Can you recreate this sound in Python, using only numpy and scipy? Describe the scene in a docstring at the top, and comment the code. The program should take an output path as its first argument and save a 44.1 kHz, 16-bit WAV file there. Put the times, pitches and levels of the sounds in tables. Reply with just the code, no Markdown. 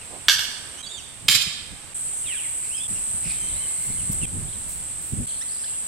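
"""Two steel fence posts each take one clanging blow: impact excites their modes, the soil damps them,
and trees and railings scatter the sound back. The ground thuds after the near blow. Later, wire mesh
swishes by friction as it is unrolled. Insects buzz throughout, their level stepping between six short
garden scenes. Birds whistle and screech, distant leaves hiss, and a breeze bumps the microphone."""
import sys
import numpy as np
from scipy import signal
from scipy.fft import rfft, irfft, next_fast_len
from scipy.io import wavfile
from scipy.ndimage import map_coordinates

SR = 44100
rng = np.random.default_rng(int(sys.argv[2]) if len(sys.argv) > 2 else 0)


def to_wav(sig):
    """Store sig (one row per channel, or 1-D mono) as 16-bit WAV at the path in sys.argv[1].

    Samples outside -1..1 are clipped; the rate is SR.
    """
    pcm = np.clip(np.atleast_2d(sig), -1, 1) * 32767
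    pcm = np.round(pcm).astype(np.int16)
    wavfile.write(sys.argv[1], SR, pcm.T)  # frames by channels


N = 259238

# steady levels of each scene: (start [s], far chorus [dB], nearby insects [dB], open air [dB])
SCENE_LEVELS = [(0, -39, -60, -43.5), (.823, -41.5, -64, -46.5), (1.943, -33.5, -29.5, -47),
                (2.876, -34.5, -27, -44.5), (4.261, -34.5, -34, -46), (5.265, -51, -28.5, -46)]
# diffuse field: (frequency [Hz], side minus mid [dB])
DIFFUSE_WIDTH = [(200, -5), (1000, -2), (2500, -2.5), (4500, 1), (7000, 0), (10000, -2.5)]
# reverberation of the garden: (frequency [Hz], time to fall 60 dB [s])
GARDEN_T60 = [(200, 0.42), (1500, 1), (3200, 0.87), (6000, 0.75), (10000, 0.58), (15000, 0.35)]
# noise spectra: (frequency [Hz], relative spectral density [dB])
AIR_SPECTRUM = [(20, -35), (60, -6), (150, -3.5), (400, -4), (800, -4), (1500, -5.5), (3000, -4.5),
                (5500, -10), (10000, -14), (12000, -21.5), (15000, -78)]
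BREEZE_SPECTRUM = [(20, -6), (45, 0), (90, 0), (160, -4.5), (260, -14), (500, -25), (1000, -30),
                   (2000, -80)]
BUZZ_SPECTRUM = [(5000, -38.5), (6500, -32.5), (7100, -21.5), (7600, -11), (8200, -6), (8700, -7.5),
                 (9300, -14), (10000, -23.5), (11000, -29), (12500, -73)]
HIGH_HISS_SPECTRUM = [(10500, -27), (11700, 3.5), (12600, -1.5), (13700, -3.5), (15800, -24)]
WIRE_SPECTRUM = [(2000, -25), (5000, -8), (9000, -1), (12500, 0), (15500, -4)]
FAR_CRASH_SPECTRUM = [(200, -30), (650, -15.5), (1150, -14), (1550, -1), (2050, -5.5), (3300, -4.5),
                      (4500, 0.5), (7000, -3.5), (9000, -13), (13000, -11.5), (16000, -49)]
NEAR_CRASH_SPECTRUM = [(200, -18), (700, -20), (1300, -4), (1900, -2.5), (2300, 7.5), (4500, 5.5),
                       (5800, -3), (7300, 1), (10000, -7), (13000, -8.5), (16000, -23)]
# balance of the open air: (frequency [Hz], left minus right [dB])
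AIR_PAN = [(150, -12.5), (500, -2.5), (1500, -1.5), (2800, -6), (7000, -5), (10000, 1)]
# strength of the breeze: (time [s], relative level [dB])
BREEZE_LEVELS = [(0.0, -53), (0.55, -51.5), (0.98, -55), (1.28, -51.5), (2.49, -54.5), (3.47, -44),
                 (3.76, -52.5), (3.93, -42), (4.09, -39.5), (4.27, -40.5), (4.4, -39.5), (4.55, -44),
                 (5.6, -56.5), (5.88, -53)]
# light air rumbles on the right, gusts reach both sides: (relative level [dB], left minus right [dB])
BREEZE_PAN = [(-57, -17), (-44.5, -4)]
# ground thuds after the near blow, and wind bumps: (time [s], level [dB], Gaussian width [s])
LOW_THUMPS = [(1.25, -39.5, .012), (1.3, -31.5, 0.0074), (1.36, -38.5, 0.013), (1.473, -34, .007),
              (1.734, -40, 0.011), (2.914, -39.5, 0.022), (3.148, -36, 0.0039), (3.272, -35.5, 0.01),
              (3.902, -34, 0.013), (4.102, -27, 0.0062), (4.238, -29, 0.015), (4.35, -34, 0.025),
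              (5.135, -23, 0.0087), (5.199, -25, 0.026)]
# falling whistles and rising chips: (start [s], length [s], first pitch [Hz], relative level [dB])
FALLING_SLURS = [(0, 0.044, 2980, -51), (2.23, 0.15, 3170, -47.5), (2.254, 0.11, 3840, -41.5),
                 (2.319, 0.066, 4250, -52), (2.353, .059, 3600, -44.5), (2.408, 0.079, 2700, -51.5),
                 (3.97, .06, 3370, -51.5), (4.21, 0.052, 3030, -42.5), (4.231, .035, 3600, -45.5)]
RISING_CHIPS = [(5.409, 0.026, 1630, -47.5), (5.636, 0.018, 1520, -51)]
# arched whistles: (crest [s], rise [s], fall [s], top pitch [Hz], relative level [dB], overtone step [dB])
ARCHED_WHISTLES = [(.82, 0.049, 0.018, 3220, -46, -4), (.838, 0.013, 0.022, 3890, -41, -10),
                   (.868, .025, 0.0092, 3470, -45, -7), (.871, 0.01, 0.011, 4550, -39, -17),
                   (.932, 0.064, 0.08, 3660, -44.5, -4), (2.185, .045, .028, 6400, -55, -30),
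                   (2.77, 0.078, 0.042, 3220, -47.5, -13), (2.765, .005, .04, 2645, -50.5, 0.5),
                   (2.835, .045, 0.036, 3510, -45, -24), (3.595, 0.063, 0.037, 4130, -52, -15),
                   (3.628, .04, .04, 3096, -48, -18)]
# calls on one pitch, mostly hoarse: (start [s], length [s], pitch [Hz], relative level [dB], rasp [0-1])
HELD_CALLS = [(1.72, 0.091, 820, -60.5, 0.06), (2.623, 0.064, 2250, -54, 0.86),
              (2.917, .11, 2700, -53.5, 0.75), (3.222, 0.15, 2442, -47.5, .8),
              (3.256, 0.14, 3700, -52, 0.92), (3.28, 0.98, 2116, -58, 0.38), (3.346, 0.19, 3120, -53, 0.12),
              (5.262, 0.1, 3250, -51.5, 0.58), (5.252, 0.16, 4150, -53.5, .6)]
# faint twittering: (start [s], length [s], centre pitch [Hz], relative level [dB])
TWITTER_SPELLS = [(3.477, .07, 3960, -52.5), (4.481, .075, 3820, -54), (5.48, .21, 4740, -54),
                  (5.658, .1, 3080, -57)]
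# wires sliding over each other: (start [s], level [dB], time to fall 60 dB [s])
MESH_SLIDES = [(3.81, -36, 0.37), (4.113, -27, 0.11), (4.58, -43, .22), (4.68, -32.5, .3), (4.999, -40, .6)]
# contacts of steel on steel within one blow: (time [s], relative level [dB])
FAR_BLOW = [(.2833, -10.5), (.2865, -11), (.2955, -11.5), (.3835, -29), (.3915, -19.5)]
NEAR_BLOW = [(1.2822, -17.5), (1.2842, -7), (1.2864, -10), (1.2886, -16.5), (1.2902, -15.5), (1.2968, -13)]
# modes of each post with its driver: (frequency [Hz], relative level [dB])
FAR_MODES = [(1545, -5), (1613, 0), (1686, -4), (2200, -8), (2817, -4), (2896, 3), (3180, 0), (3428, 4),
             (3498, 2.5), (3688, 0), (4139, -4), (4215, -4), (4650, -5), (4741, -6), (5093, -7),
             (5437, -10), (5868, -10), (6498, -13), (7150, -10)]
NEAR_MODES = [(2170, -2), (2245, -2.5), (2488, -3.5), (2637, -2), (2840, -3), (3048, -5), (3139, 1),
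              (3199, 0), (3521, -2), (3680, 0), (4152, -3), (4668, -1), (5118, -4), (6255, -11),
              (6643, -10), (7251, -.5), (7339, -1.5), (8979, -9)]
# scatter from railings, trunks and shrubs: (delay [s], relative level [dB], spread [s])
FAR_REFLECTIONS = [(.018, -4, 0.012), (.044, -4.5, 0.018), (.123, -17, 0.0075)]
NEAR_REFLECTIONS = [(.029, 0.1, 0.017), (.068, -1, 0.0071), (.134, -10, .009)]
# thin rails throw back mostly treble: (frequency [Hz], gain [dB])
RAIL_RESPONSE = [(1000, -4.5), (2300, -2.5), (3600, -1), (5000, 3), (8000, 1.5), (13000, 4.5)]


def amp(db):
    """Amplitude ratio of a level in decibels."""
    return 10 ** (np.asarray(db) / 20)


def unit(x):
    """Normalisation to rms 1."""
    return x / np.sqrt(np.mean(x ** 2) + 1e-20)


def along(points, hz):
    """Interpolation of (frequency [Hz], value) points on a logarithmic axis."""
    knots_hz, values = np.transpose(points)
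    return np.interp(np.log(hz + 1), np.log(knots_hz + 1), values)


def seconds(length):
    """Time axis of a short sound, at least 5 ms long."""
    return np.arange(int(max(length, .005) * SR)) / SR


def wobble(rate, size=N):
    """Smooth random modulation, with rate knots a second."""
    knots = rng.standard_normal(int(size * rate / SR) + 4)
    return map_coordinates(knots, [np.arange(size) * rate / SR])


def filtered(x, response):
    """Linear filtering: the spectrum is multiplied by a frequency response."""
    size = x.shape[-1]
    padded = next_fast_len(size + 8192)
    return irfft(rfft(x, padded) * response(np.fft.rfftfreq(padded, 1 / SR)), padded)[..., :size]


def noise(spectrum, size=N):
    """Spectral shaping of white noise, at rms 1."""
    return unit(filtered(rng.standard_normal(size), lambda hz: amp(along(spectrum, hz))))


def wide_noise(spectrum, coherence, phase_rad=0):
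    """Partial coherence: two microphone ports share one noise, phase apart, and each adds its own."""
    phase_shift = np.exp(.5j * phase_rad * np.array([[1], [-1]]))
    shared = np.real(signal.hilbert(noise(spectrum)) * phase_shift)
    separate = np.array([noise(spectrum), noise(spectrum)])
    return np.sqrt(coherence) * shared + np.sqrt(1 - coherence) * separate


def panned(pan_db):
    """Constant-power gains for a level difference, left minus right."""
    gains = amp(np.array([[.5], [-.5]]) * pan_db)
    return gains / np.sqrt(np.mean(gains ** 2, axis=0))


def add(track, s, sound):
    """Superposition of a sound on a track at time s."""
    start = int(np.clip(round(s * SR), 0, N - 1))
    track[..., start:start + sound.shape[-1]] += sound[..., :N - start]


def scene_index():
    """Number of the scene at each sample."""
    return np.searchsorted([row[0] for row in SCENE_LEVELS[1:]], np.arange(N) / SR)


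def scene_levels():
    """Step functions of level for the chorus, the nearby insects and the air."""
    return np.array(SCENE_LEVELS)[scene_index(), 1:].T


def diffuse(pair):
    """A diffuse field at two close ports: alike in the bass, slightly opposed near 4.5 kHz."""
    mid, side = filtered(pair, lambda hz: panned(-along(DIFFUSE_WIDTH, hz)))
    return np.array([mid + side, mid - side]) / np.sqrt(2)


def garden(x, tail_db, echoes, coherence):
    """Reverberation by convolution: a decaying diffuse tail plus partly coherent clusters of echoes."""
    t = np.arange(SR) / SR
    hz, frame_s, spectra = signal.stft(diffuse(rng.standard_normal((2, SR))), SR, nperseg=256)
    decay = amp(-60 * frame_s / along(GARDEN_T60, hz)[:, None])
    tail = signal.istft(spectra * decay, SR, nperseg=256)[1][:, :SR]
    response = amp(tail_db) * unit(tail * (1 - np.exp(-t / .047)))
    for delay, db, spread in echoes:
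        shared = np.sqrt(coherence) * rng.standard_normal(SR)
        scatter = shared + np.sqrt(1 - coherence) * diffuse(rng.standard_normal((2, SR)))
        response += amp(db) * unit(scatter * np.exp(-.5 * ((t - delay) / spread) ** 2))
    return signal.fftconvolve(x[None], response / np.sqrt(SR), axes=1)[:, :N]


def air():
    """Distant leaves and open air form a diffuse field whose level drifts slowly."""
    *_, air_db = scene_levels()
    hush = diffuse(np.array([noise(AIR_SPECTRUM), noise(AIR_SPECTRUM)]))
    return amp(air_db + .86 * wobble(2.17)) * filtered(hush, lambda hz: panned(along(AIR_PAN, hz)))


def high_hiss():
    """Band-limited noise: a thin high hiss in the right channel, following the insects' level."""
    chorus_db, nearby_db, _ = scene_levels()
    gain = np.hypot(amp(chorus_db - 21), amp(nearby_db - 25))
    return gain * wide_noise(HIGH_HISS_SPECTRUM, coherence=0) * panned(-87)


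def breeze():
    """Turbulence buffets the microphone, spreading from the right to both sides as it grows."""
    db = np.interp(np.arange(N) / SR, *np.transpose(BREEZE_LEVELS))
    pan_db = np.interp(db, *np.transpose(BREEZE_PAN))
    buffet = unit(wide_noise(BREEZE_SPECTRUM, coherence=.38) * amp(1.65 * wobble(25)))
    return amp(db + 4) * panned(pan_db) * buffet


def puff(s, db, width_s, top_hz, pan_db):
    """Band-limited noise under a Gaussian envelope centred on time s, half shared by the ports."""
    def band(hz):
        return hz ** 2 / (hz ** 2 + (.36 * top_hz) ** 2) / (1 + (hz / top_hz) ** 4)

    out, t = np.zeros((2, N)), np.arange(SR // 5) / SR - .1
    low = filtered(rng.standard_normal((3, len(t))), band)
    swell = np.exp(-.5 * (t / width_s) ** 2)
    add(out, s + t[0], amp(db) * panned(pan_db) * unit(low[:2] + low[2]) * swell)
    return out


def thumps():
    """Low-frequency transients: the ground thuds after the near blow, and wind bumps the microphone."""
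    return sum(puff(*thump, top_hz=204, pan_db=.5) for thump in LOW_THUMPS)


def insects():
    """Many insects sum to narrow-band noise; the nearby ones flutter, coherent from one direction."""
    chorus_db, nearby_db, _ = scene_levels()
    chorus = amp(chorus_db) * wide_noise(BUZZ_SPECTRUM, coherence=.34) * panned(-3.5)
    flutter = unit(amp(.6 * wobble(170) + .19 * wobble(23)))
    song = wide_noise(BUZZ_SPECTRUM, coherence=.9, phase_rad=-2.25)
    return chorus + amp(nearby_db) * flutter * song * panned(-.9)


def note(pitch, db, overtone_db, rasp, harmonics=2):
    """A bird's harmonic note swells and fades; fast random frequency modulation makes it rasp."""
    size = len(pitch)
    waver = .01 * wobble(70, size) + .13 * rasp * wobble(900, size)
    phase = 2 * np.pi * np.cumsum(pitch * (1 + waver)) / SR
    tone = sum(amp(overtone_db * k) * np.sin((k + 1) * phase) for k in range(harmonics))
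    swell = np.abs(np.sin(np.linspace(0, np.pi, size))) ** .5 * amp(2.2 * wobble(110, size))
    return amp(db) * np.sqrt(2) * tone * swell


def whistles():
    """Frequency sweeps: on an octave scale, slurs and chips follow lines and arches follow parabolas."""
    fall_octaves_per_s, rise_octaves_per_s, bend_octaves_per_s2 = 7.4, 15, 80
    out = np.zeros(N)
    for s, length, hz, db in FALLING_SLURS:
        pitch = hz * 2 ** (-fall_octaves_per_s * seconds(length))
        add(out, s, note(pitch, db, overtone_db=-22, rasp=.27))
    for s, length, hz, db in RISING_CHIPS:
        pitch = hz * 2 ** (rise_octaves_per_s * seconds(length))
        add(out, s, note(pitch, db, overtone_db=1, rasp=.064, harmonics=3))
    for s, rise, fall, hz, db, overtone_db in ARCHED_WHISTLES:
        from_crest = seconds(rise + fall) - rise
        pitch = hz * 2 ** (-bend_octaves_per_s2 * from_crest ** 2)
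        add(out, s - rise, note(pitch, db, overtone_db, rasp=.11))
    return out


def chatter():
    """Frequency modulation roughens held calls into screeches; tiny tweets glide up or down at random."""
    tweets_per_s, tweet_s, spread_octaves, glide_octaves_per_s = 130, .0124, .158, 9
    out = np.zeros(N)
    for s, length, hz, db, rasp in HELD_CALLS:
        add(out, s, note(np.full_like(seconds(length), hz), db, overtone_db=-4.5, rasp=rasp))
    from_middle = seconds(tweet_s) - tweet_s / 2
    for s, length, hz, db in TWITTER_SPELLS:
        delays = np.arange(0, length, 1 / tweets_per_s)
        for delay, (offset, glide) in zip(delays, rng.standard_normal((64, 2))):
            octaves = spread_octaves * offset + glide_octaves_per_s * glide * from_middle
            add(out, s + delay, note(hz * 2 ** octaves, db, overtone_db=-20, rasp=.25))
    return out


def birds():
    """Birds call from the right; scattering by the trees smears each note until its scene ends."""
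    calls, current = whistles() + chatter(), scene_index()
    trunks = [(.025, -7, .019)]  # (delay [s], relative level [dB], spread [s])
    trees = np.zeros((2, N))
    for k in range(len(SCENE_LEVELS)):
        within = current == k
        trees += garden(calls * within, tail_db=-4.5, echoes=trunks, coherence=.2) * within
    return amp(4) * calls * panned(-9.5) + trees * panned(-5.5)


def mesh():
    """Friction between sliding wires gives short, grainy swishes that decay exponentially."""
    out, t = np.zeros(N), np.arange(SR // 2) / SR
    for s, db, t60 in MESH_SLIDES:
        grains = unit(noise(WIRE_SPECTRUM, len(t)) * amp(3 * wobble(700, len(t))))
        attack = 1 - np.exp(-t / (.06 * t60))
        add(out, s, amp(db - 60 * t / t60) * grains * attack)
    return out * panned(-6)


def scuff():
    """A burst of low noise is heard as a dull scuff on the right, just before the first blow."""
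    return puff(s=.147, db=-39, width_s=.026, top_hz=820, pan_db=-18)


def post(contacts, modes, crash_spectrum, crash_db, crash_t60, clank_db, clank_t60, ring_db, ring_t60):
    """Impact excites a noisy crash and a modal clank that the soil soon damps, and a weak long ring."""
    blow, ring, t = np.zeros(N), np.zeros(N), np.arange(SR) / SR
    hz, mode_db = np.transpose(modes)
    attack = 1 - np.exp(-t / .00033)
    for s, db in contacts:
        strengths = amp(mode_db + rng.normal(0, 1.2, len(hz)))
        phases = 2 * np.pi * (hz[:, None] * t + rng.random((len(hz), 1)))
        tones = unit(strengths @ np.sin(phases))
        clank = tones * amp(clank_db - 60 * t / clank_t60)
        crash = noise(crash_spectrum, SR) * amp(crash_db - 60 * t / crash_t60)
        add(blow, s, amp(db) * (clank + crash) * attack)
        add(ring, s, tones * amp(db + ring_db - 60 * t / ring_t60))
    return blow, ring


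def posts():
    """Direct sound and reflections of one blow on a far post, then one on a near post."""
    far, far_ring = post(FAR_BLOW, FAR_MODES, FAR_CRASH_SPECTRUM, crash_db=0, crash_t60=.029,
                         clank_db=3, clank_t60=.028, ring_db=-24, ring_t60=.65)
    near, near_ring = post(NEAR_BLOW, NEAR_MODES, NEAR_CRASH_SPECTRUM, crash_db=5.5, crash_t60=.01,
                           clank_db=-4, clank_t60=.029, ring_db=-19, ring_t60=.55)
    direct = (far + far_ring) * panned(-3) + (near + near_ring) * panned(-5)
    echoes = garden(far, tail_db=-6.5, echoes=FAR_REFLECTIONS, coherence=.3)
    echoes += garden(near, tail_db=-1, echoes=NEAR_REFLECTIONS, coherence=.061)
    return direct + filtered(echoes, lambda hz: amp(along(RAIL_RESPONSE, hz))) * panned(-5.5)


def scene():
    """Superposition of all sources; the level dips briefly between scenes."""
    dip_db, dip_half_width_s = -12, .0036
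    t = np.arange(N) / SR
    dips = sum(np.exp(-((t - start) / dip_half_width_s) ** 2) for start, *_ in SCENE_LEVELS[1:])
    mix = posts() + scuff() + insects() + high_hiss() + birds() + breeze() + thumps() + mesh() + air()
    return amp(dip_db * dips) * mix


def record(dry):
    """Soft saturation rounds the loudest peaks, and a band limit removes the highest treble."""
    top_hz = 15800
    rounded = dry / (1 + np.abs(dry) ** 6) ** (1 / 6)
    return filtered(rounded, lambda hz: hz < top_hz)


dry = scene()
out = record(dry)
to_wav(out)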